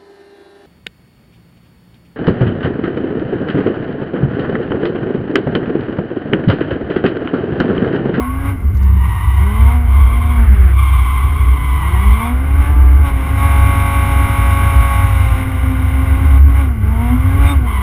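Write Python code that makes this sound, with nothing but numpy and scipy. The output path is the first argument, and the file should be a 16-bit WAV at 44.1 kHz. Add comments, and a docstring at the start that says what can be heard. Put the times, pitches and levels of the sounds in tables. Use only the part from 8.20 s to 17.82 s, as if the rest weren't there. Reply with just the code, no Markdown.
"""A six-cylinder turbo diesel revs hard, heard from inside a drifting car with its side windows open.
Firing pulses drone through the exhaust and knock in the block as the revs swing and sit at the governor.
The rear tyres stick and slip on the asphalt, squealing and roaring through each slide.
Wind across the windows makes the cabin boom over the road rumble. A limiter ducks the biggest booms,
their peaks are rounded off, and a thin fizz rides on top."""
import sys
import numpy as np
from scipy import signal
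from scipy.fft import rfft, irfft, next_fast_len
from scipy.io import wavfile
from scipy.ndimage import uniform_filter1d, minimum_filter1d

SR = 44100
rng = np.random.default_rng(int(sys.argv[2]) if len(sys.argv) > 2 else 0)


def master_out(mix):
    """Clip the mix to full scale and print it as 16-bit PCM to the path in sys.argv[1]."""
    frames = np.transpose(np.atleast_2d(mix))
    ceiling = np.clip(frames, -1, 1)
    pcm = np.round(ceiling * 32767).astype(np.int16)
    wavfile.write(sys.argv[1], SR, pcm)


N = 424241
TIME = np.arange(N) / SR

# Ticks of loose trim. Each row: start in seconds, relative level in dB.
TRIM_TICKS = [(0.547, -44), (0.57, -40), (0.63, -39.5)]
# Level rides for road rumble, wind buffeting and exhaust drone. Each row: time in seconds, level in dB.
ROAD_LEVEL = [(0,-30.5),(.5,-26),(1.05,-32),(1.4,-28.5),(1.9,-25),(2.3,-25.5),(2.7,-34),(3.1,-29.5),(3.9,-29),(4.6,-24),(7.2,-27.5),(8.25,-25),(8.55,-27),(9.2,-22.5),(9.62,-27.5)]
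BUFFET_LEVEL = [(0,-32.5),(.3,-22.5),(1.2,-18),(2,-25),(3.5,-22),(3.8,-20),(4.1,-28),(4.5,-21),(5.3,-20),(6.9,-15.5),(7.4,-19.5),(8.85,-19),(9.08,-16),(9.62,-23.5)]
DRONE_LEVEL = [(0,-21.5),(.48,-34.5),(.7,-25),(1.08,-40.5),(1.26,-26),(1.58,-25.5),(1.84,-38),(2.14,-25.5),(2.65,-35),(3.5,-29),(3.72,-27.5),(4.12,-24.5),(4.3,-32.5),(5.1,-31.5),(6.86,-33.5),(7.55,-24),(8.58,-28.5),(8.92,-20.5),(9.33,-27),(9.62,-34.5)]
# Gusts and lulls across the windows. Each row: middle in seconds, length in seconds, boom drive in dB.
GUSTS_AND_LULLS = [(0.513,.14,-10),(0.752,.24,-9),(0.992,0.093,-20.5),(1.074,0.034,-4.5),(1.237,0.099,-9),(1.444,0.1,-4),(1.703,.17,-7),(1.833,.09,-5),(2,0.15,-9.5),(2.264,0.15,-4),(2.433,0.12,-1.5),(2.553,0.17,-9.5),(2.785,.16,-9),(3.092,0.09,-7),(3.259,0.18,-7.5),(3.772,0.084,-10),(3.906,.07,-4),(4.03,.09,-33),(4.385,0.072,-5.5),(4.671,0.34,-5.5),(5.349,0.23,-9.5),(5.993,0.091,-10.5),(6.59,0.069,-3.5),(7.272,0.23,-21),(7.925,0.047,-7.5),(8.105,0.15,-6.5),(8.242,.09,0.5),(8.35,0.15,-9),(8.581,0.097,-21),(9.241,0.07,-3),(9.374,0.033,-6)]

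# Tone colours. Each row: frequency in Hz, gain in dB.
ROAD_EQ = [(10,-12.5),(28,2),(45,2.5),(130,-6.5),(180,-9),(300,-12.5),(420,-17.5),(600,-30.5),(1200,-70)]
BUFFET_EQ = [(50,-65.5),(76,-15),(92,2.5),(104,-0.5),(120,-11.5),(140,-19),(250,-68.5)]
HISS_EQ = [(1800,-22.5),(2150,9),(2400,7.5),(2520,2),(2850,5),(3400,-5.5),(3700,2),(4000,-12),(4800,-22),(5500,-13.5),(6000,-34),(6600,-14),(7600,-30.5),(11000,-41.5)]
CABIN_EQ = [(300,-21),(480,-14),(600,-15),(720,0.5),(950,-5.5),(1140,6),(1280,-3.5),(1500,2),(1800,-12),(2100,3),(2360,-7),(2540,-16.5),(2900,-11.5),(3700,-26.5)]  # what gets in from engine and tyres
TREBLE_EQ = [(3700,-0.5),(4300,-11),(5500,-7),(6000,-28.5),(6600,-17),(8000,-21),(15000,-28)]  # dulled treble with a notch at 6 kHz
PIPE_EQ = [(260,-34.5),(390,-31.5),(470,-39),(555,-40),(600,-38),(670,-32),(725,-24.5),(775,-36),(830,-29),(860,-27.5),(930,-20.5),(1050,-29.5),(1112,-20.5),(1140,-24.5),(1180,-19.5)]  # resonances of exhaust pipe and cabin

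# The rear tyres break loose. Each row: start and end in seconds, level in dB,
# first and last stick-slip rate in Hz.
SLIDES = [(0.599,0.781,-37,908,949.4),(.8,1.202,-29.5,955.4,977.5),(1.199,1.55,-30.5,985,1086),(1.684,2.2,-30,1059,1090),(2.56,3.03,-26,1109,1043),(3.03,3.541,-29.5,1072,1048),(3.535,3.902,-26.5,1010,1032),(3.9,4.11,-26,1045,1149),(8.75,9.33,-38.5,1076,1113),(9.46,9.695,-28.5,1073,978.5)]
# The two rear tyres. Each row: multiple of the stick-slip rate, relative level in dB.
REAR_TYRES = [(.98, 0.5), (1.055, -3)]
# The squeal's harmonics from the first up, each a relative level in dB.
SQUEAL_DB = (0.5, -3.5, -14, -34.5)
# One-off accents. Each holds: start and end in seconds, level in dB, centre frequency in Hz.
TYRE_NOTE = (-.05, .15, -27.5, 1100)
WHISTLE = (9.26, 9.335, -40.5, 3640)
BLOW_OFF = (2.17, 2.53, -34, 1450)

# Engine speed. Each row: time in seconds, firing rate in Hz.
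FIRING_RATE = [(0,239),(.16,266.2),(.31,283),(.5,203.2),(.7,187),(1.1,163),(1.28,201.7),(1.55,243.3),(1.82,226.5),(2.13,243.6),(2.6,159.4),(2.81,132.5),(2.95,124.9),(3.19,139.7),(3.54,140.1),(3.7,172),(4.22,262.8),(4.39,282),(4.62,295.9),(4.79,286.8),(5.01,267),(5.25,278.7),(6.83,277.6),(7.13,263.1),(7.58,260.8),(7.9,266.7),(8.41,277.2),(8.6,207.1),(9.14,274.4),(9.31,285.2),(9.62,192)]
# Footwork. Each row: start and end in seconds, travel from part throttle (negative is lifted).
PEDAL_MOVES = [(0.065,0.232,-0.47),(0.245,0.328,0.24),(.33,1.177,-1.7),(1.203,1.404,-0.01),(1.427,1.556,0.43),(1.593,2.2,-0.41),(2.53,2.996,-0.5),(3.991,4.09,0.4),(4.393,4.488,0.42),(4.524,4.82,-0.26),(4.851,4.908,0.78),(4.956,5.19,0.44),(5.182,6.86,0.92),(6.862,7.212,0.76),(7.2,8.194,0.38),(8.36,8.442,0.47),(8.486,8.632,-0.89),(8.802,8.932,0.35),(9.067,9.222,0.25),(9.219,9.344,0.84),(9.376,9.62,-0.38)]
# The governor cuts fuel and the firing roughens: start and end in seconds, extra unevenness in dB.
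AT_GOVERNOR = (5.19, 6.86, 2.5)
# How layers follow the engine. Each holds: gain in dB at governor speed and part throttle,
# dB per unit of pedal, dB per octave of speed.
RASP_LAW = (-47, 14.7, 16)
ROAR_LAW = (-33.5, 4.8, 4.1)
UNEVEN_LAW = (-7, 4.33, 12.4)
BANKS_LAW = (-36, 2, 20)
# Growl of unequal cylinders and hum of rotating parts.
# Each row: multiple of the engine cycle rate, relative level in dB.
GROWL_PARTIALS = [(4, -44.8), (5, -36.9), (14, -46.1), (15, -43.1), (16, -44.7), (20, -35.3), (23, -42.2),
                  (25, -45.3), (26, -44.9), (27, -45.0), (30, -41.6), (32, -38.9), (33, -42.9), (35, -42.6),
                  (36, -36.2), (41, -44.2), (42, -41.1), (44, -40.2), (45, -39.1), (46, -40.3), (47, -40.2),
                  (48, -43.5), (49, -41.5), (51, -42.0)]
SHAFT_PARTIALS = [(2,-18),(2.56,-31),(3.41,-34),(5,-43)]
# Weak orders from the manifold's two banks. Each row: multiple of the firing rate, relative level in dB.
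BANK_ORDERS = [(1.5, -13), (2.5, -12), (3.5, -10), (4.5, -12), (5.5, -12), (6, -10)]
# Exhaust harmonics 2 to 4. Each row: level ahead of the pipe in dB, dB per unit of pedal.
EXHAUST_HARMONICS = [(-4, 9), (-10.5, 10.5), (-13.5, 11.5)]

GOVERNOR_HZ, PEDAL_LAG_S = 278, .081  # the lag is how long the engine takes to follow the foot
GRIP_S, GUST_EDGE_S = .15, .037  # fade times of a squeal and of a gust


def amp(db):
    """Decibels to gain."""
    return 10 ** (np.asarray(db) / 20)


def unit(x):
    """Scale to rms 1."""
    return x / np.sqrt(np.mean(x ** 2) + 1e-20)


def colour(points, hz):
    """Gain of an EQ curve, drawn on a log frequency axis."""
    corners_hz, db = np.transpose(points)
    return amp(np.interp(np.log(hz + 1), np.log(corners_hz), db))


def curve(rows):
    """Straight ramps through rows of time and value."""
    return np.interp(TIME, *np.transpose(rows))


def gate(start, end, edge_s):
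    """1 from start to end, with smooth fades centred on both."""
    inside_s = np.minimum(TIME - start, end - TIME)
    return np.sin(np.pi / 2 * np.clip(inside_s / edge_s + .5, 0, 1)) ** 2


def wobble(rate):
    """A smooth random curve of rms 1, rate knots a second."""
    knots = rng.standard_normal(int(N * rate / SR) + 4)
    fine = signal.resample_poly(knots, 8, 1)
    return unit(np.interp(TIME * rate * 8, np.arange(len(fine)), fine))


def filtered(x, response):
    """Shape x with a gain that depends on frequency."""
    size = next_fast_len(N + SR // 2)
    return irfft(rfft(x, size) * response(np.fft.rfftfreq(size, 1 / SR)), size)[:N]


def noise(response):
    """Coloured noise of rms 1."""
    return unit(filtered(rng.standard_normal(N), response))


def band(hz, centre_hz, half_width_hz, order):
    """A band-pass bell; a higher order has steeper skirts."""
    return 1 / (1 + ((hz - centre_hz) / half_width_hz) ** order)


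def tone(turns, flutter_db):
    """A sine that follows a phase in turns and flutters in level."""
    return np.sqrt(2) * np.sin(2 * np.pi * (turns + rng.random())) * amp(flutter_db * wobble(25))


def cabin(hz):
    """Engine and tyres as they sound in the cabin: thin in the bass, dull in the treble."""
    return colour(CABIN_EQ, hz) * colour(TREBLE_EQ, hz) * hz ** 2 / (hz ** 2 + 250 ** 2)


def bright(hz):
    """The colour of tyre hiss and engine rasp."""
    return colour(HISS_EQ, hz)


def trim_ticks():
    """Loose trim ticks as the body twists."""
    decays = sum((TIME >= start) * amp(db - 60 * np.abs(TIME - start) / .065) for start, db in TRIM_TICKS)
    return amp(-8) * decays * noise(lambda hz: band(hz, 5200, 2200, 4))


def road_rumble():
    """The road lays a low, gently heaving bed under the car."""
    return amp(curve(ROAD_LEVEL) + 1.46 * wobble(5)) * noise(lambda hz: colour(ROAD_EQ, hz))


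def window_wind():
    """Air across the open windows drives the lowest cabin resonance, with buffeting around it."""
    ring = noise(lambda hz: band(hz, 66, 8, 2) ** 1.5)
    swell = np.abs(signal.hilbert(ring))
    straight_db = -8 * gate(-1, .49, GUST_EDGE_S)  # weaker until the car swings sideways
    airflow = amp(-14 + 2 * wobble(16) + straight_db)  # the breeze between gusts
    for middle, length, db in GUSTS_AND_LULLS:
        airflow += (amp(db) - airflow) * gate(middle - length / 2, middle + length / 2, GUST_EDGE_S)
    # the resonance saturates: its pitch wanders while its strength follows the airflow
    saturated = unit(ring / (swell + .33))
    boom = filtered(airflow * saturated, lambda hz: band(hz, 67, 19, 6))
    buffet = amp(curve(BUFFET_LEVEL)) * noise(lambda hz: colour(BUFFET_EQ, hz))
    return boom + buffet


def tyre_note():
    """A tyre near the limit of grip sings on one wavering note."""
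    start, end, db, pitch_hz = TYRE_NOTE
    turns = np.cumsum(pitch_hz * (1 + .021 * wobble(116))) / SR
    return amp(db) * gate(start, end, GRIP_S) * tone(turns, flutter_db=.5)


def tyre_slides():
    """Both rear tyres stick and slip at an unsteady, gliding rate; the rubber scrubs and hisses."""
    slip_hz = curve([point for start, end, _, first_hz, last_hz in SLIDES
                     for point in ((start, first_hz), (end, last_hz))])
    sliding = sum(amp(db) * gate(start, end, GRIP_S) for start, end, db, _, _ in SLIDES)
    squeal = np.zeros(N)
    for detune, tyre_db in REAR_TYRES:
        waver = 1 + .013 * wobble(28) + .016 * wobble(420)
        turns = np.cumsum(slip_hz * detune * waver) / SR
        voice = sum(amp(db) * np.sin(2 * np.pi * k * turns + .5 * wobble(150))
                    for k, db in enumerate(SQUEAL_DB, 1))
        squeal += voice * amp(tyre_db + 2.95 * wobble(70))
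    # tread blocks that fail to lock to the squeal scrub around it
    scrub = noise(lambda hz: cabin(hz) * band(hz, 1030, 240, 4))
    hiss = amp(-9.5) * noise(cabin) + amp(-14) * noise(bright)
    return sliding * (amp(-.4) * unit(squeal) + amp(-3) * scrub + hiss)


def brief_whistle():
    """A short, high whistle rings at the last rev peak."""
    start, end, db, pitch_hz = WHISTLE
    turns = np.cumsum(pitch_hz * (1 + .0067 * wobble(100))) / SR
    return amp(db) * gate(start, end, .033) * tone(turns, flutter_db=9)


def blow_off():
    """The turbo lets go one rush of air."""
    start, end, db, centre_hz = BLOW_OFF
    rush = noise(lambda hz: band(hz, centre_hz, 700, 2) * colour(TREBLE_EQ, hz)
                 * hz ** 2 / (hz ** 2 + 600 ** 2))
    return amp(db) * gate(start, end, .053) * rush


def engine_cycle():
    """Running count of two-turn cycles, six firings each; the crank speed wavers a little."""
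    return np.cumsum(curve(FIRING_RATE) * (1 + .0023 * wobble(30))) / SR / 6


def pedal():
    """Throttle as the engine feels it, 0 at part throttle."""
    return sum(travel * gate(start, end, PEDAL_LAG_S) for start, end, travel in PEDAL_MOVES)


def driven(law, throttle):
    """Gain of a layer that grows with throttle and engine speed."""
    db, pedal_db, octave_db = law
    return amp(db + pedal_db * throttle + octave_db * np.log2(curve(FIRING_RATE) / GOVERNOR_HZ))


def unevenness(throttle):
    """How unequally the cylinders fire: most at the governor."""
    start, end, db = AT_GOVERNOR
    return driven(UNEVEN_LAW, throttle) * amp(db * gate(start, end, PEDAL_LAG_S))


def knock_share(throttle):
    """Power balance of knock against noise: uneven firing brings the knock forward."""
    return np.clip(.82 * unevenness(throttle) ** 2, 0, .9)


def knocking(cycle, response):
    """Each combustion rings the block; every cylinder has its own place, so its own ring. 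Rms 1."""
    firings = np.flatnonzero(np.diff(np.floor(6 * cycle)))
    strengths = np.resize([1.6, .3, .9, .8, .2, 1.1], len(firings))  # the six cylinders in turn
    strengths *= 1 + .15 * rng.standard_normal(len(firings))
    decay = amp(-60 * np.arange(SR // 20) / SR / .081)
    rings = np.zeros(N)
    for cylinder in range(6):
        knocks = np.zeros(N)
        knocks[firings[cylinder::6]] = strengths[cylinder::6]
        rings += signal.oaconvolve(knocks, rng.standard_normal(len(decay)) * decay)[:N]
    return unit(filtered(rings, response))


def boost_rasp(cycle, throttle):
    """Under boost, pulsing air hiss and sharp combustion knock make a treble rasp."""
    share = knock_share(throttle)
    pulse = 1 + .5 * np.cos(2 * np.pi * 6 * cycle)
    hiss = np.sqrt(1 - share) * pulse * noise(bright)
    knock = np.sqrt(share) * knocking(cycle, bright)
    return driven(RASP_LAW, throttle) * (hiss + knock)


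def engine_block(cycle, throttle):
    """Unequal cylinders growl over diesel clatter, a broad roar and the hum of the shafts."""
    uneven, share = unevenness(throttle), knock_share(throttle)
    partials = sum(amp(db) * tone(k * cycle, flutter_db=2.5) for k, db in GROWL_PARTIALS)
    growl = amp(2.3) * uneven ** 1.44 * unit(partials)
    clatter = amp(-1) * np.sqrt(share) * knocking(cycle, cabin)
    roar = amp(1.72) * np.sqrt(1 - share) * noise(cabin)
    hum = uneven * sum(amp(db) * tone(k * cycle, flutter_db=1) for k, db in SHAFT_PARTIALS)
    return driven(ROAR_LAW, throttle) * (growl + clatter + roar) + hum


def exhaust(cycle, throttle):
    """Firing pulses drone, overtones sweep the pipe's resonances, and the two banks add weak orders."""
    firing, firing_hz = 6 * cycle, curve(FIRING_RATE)
    drone = amp(curve(DRONE_LEVEL)) * tone(firing, flutter_db=2.8)
    start, end, _ = AT_GOVERNOR
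    jitter_turns = .049 * (1 - gate(start, end, PEDAL_LAG_S))  # the phase steadies at the governor
    overtones = np.zeros(N)
    for k, (db, pedal_db) in enumerate(EXHAUST_HARMONICS, 2):
        gain = colour(PIPE_EQ, k * firing_hz) * amp(db + pedal_db * throttle)
        overtones += gain * tone(k * firing + jitter_turns * wobble(110), flutter_db=1.54)
    banks = sum(amp(db) * tone(k * firing, flutter_db=3.5) for k, db in BANK_ORDERS)
    return drone + overtones + driven(BANKS_LAW, throttle) * banks


def scene():
    """The mono mix, as heard behind the seats."""
    cycle, throttle = engine_cycle(), pedal()
    engine = exhaust(cycle, throttle) + engine_block(cycle, throttle) + boost_rasp(cycle, throttle)
    accents = brief_whistle() + blow_off()
    tyres = tyre_slides() + tyre_note()
    return (engine + accents + tyres + window_wind() + road_rumble() + trim_ticks())[None]


def record(dry):
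    """A limiter ducks the biggest booms, peaks are rounded off, and clock jitter adds a thin fizz."""
    ceiling, hold = 1.17, int(.025 * SR)
    jitter_hz, top_hz = 12000, 15400
    duck = minimum_filter1d(ceiling / np.maximum(np.abs(dry[0]), ceiling), hold)
    limited = dry[0] * uniform_filter1d(duck, hold)
    rounded = limited / (1 + (limited / 1.02) ** 12) ** (1 / 12)
    # periodic jitter of the sample clock mirrors the sound into the treble
    dulled = filtered(rounded, lambda hz: band(hz, 0, 4500, 4))
    slope = np.gradient(dulled) * SR / (2 * np.pi * 1000)  # unity gain at 1 kHz
    mirrored = slope * np.cos(2 * np.pi * jitter_hz * TIME)
    fizz = filtered(mirrored, lambda hz: colour([(8000, -8.5), (11000, -14.5), (15000, -15.5)], hz))
    return filtered(rounded + fizz, lambda hz: hz < top_hz)[None]


dry = scene()
out = record(dry)
master_out(out)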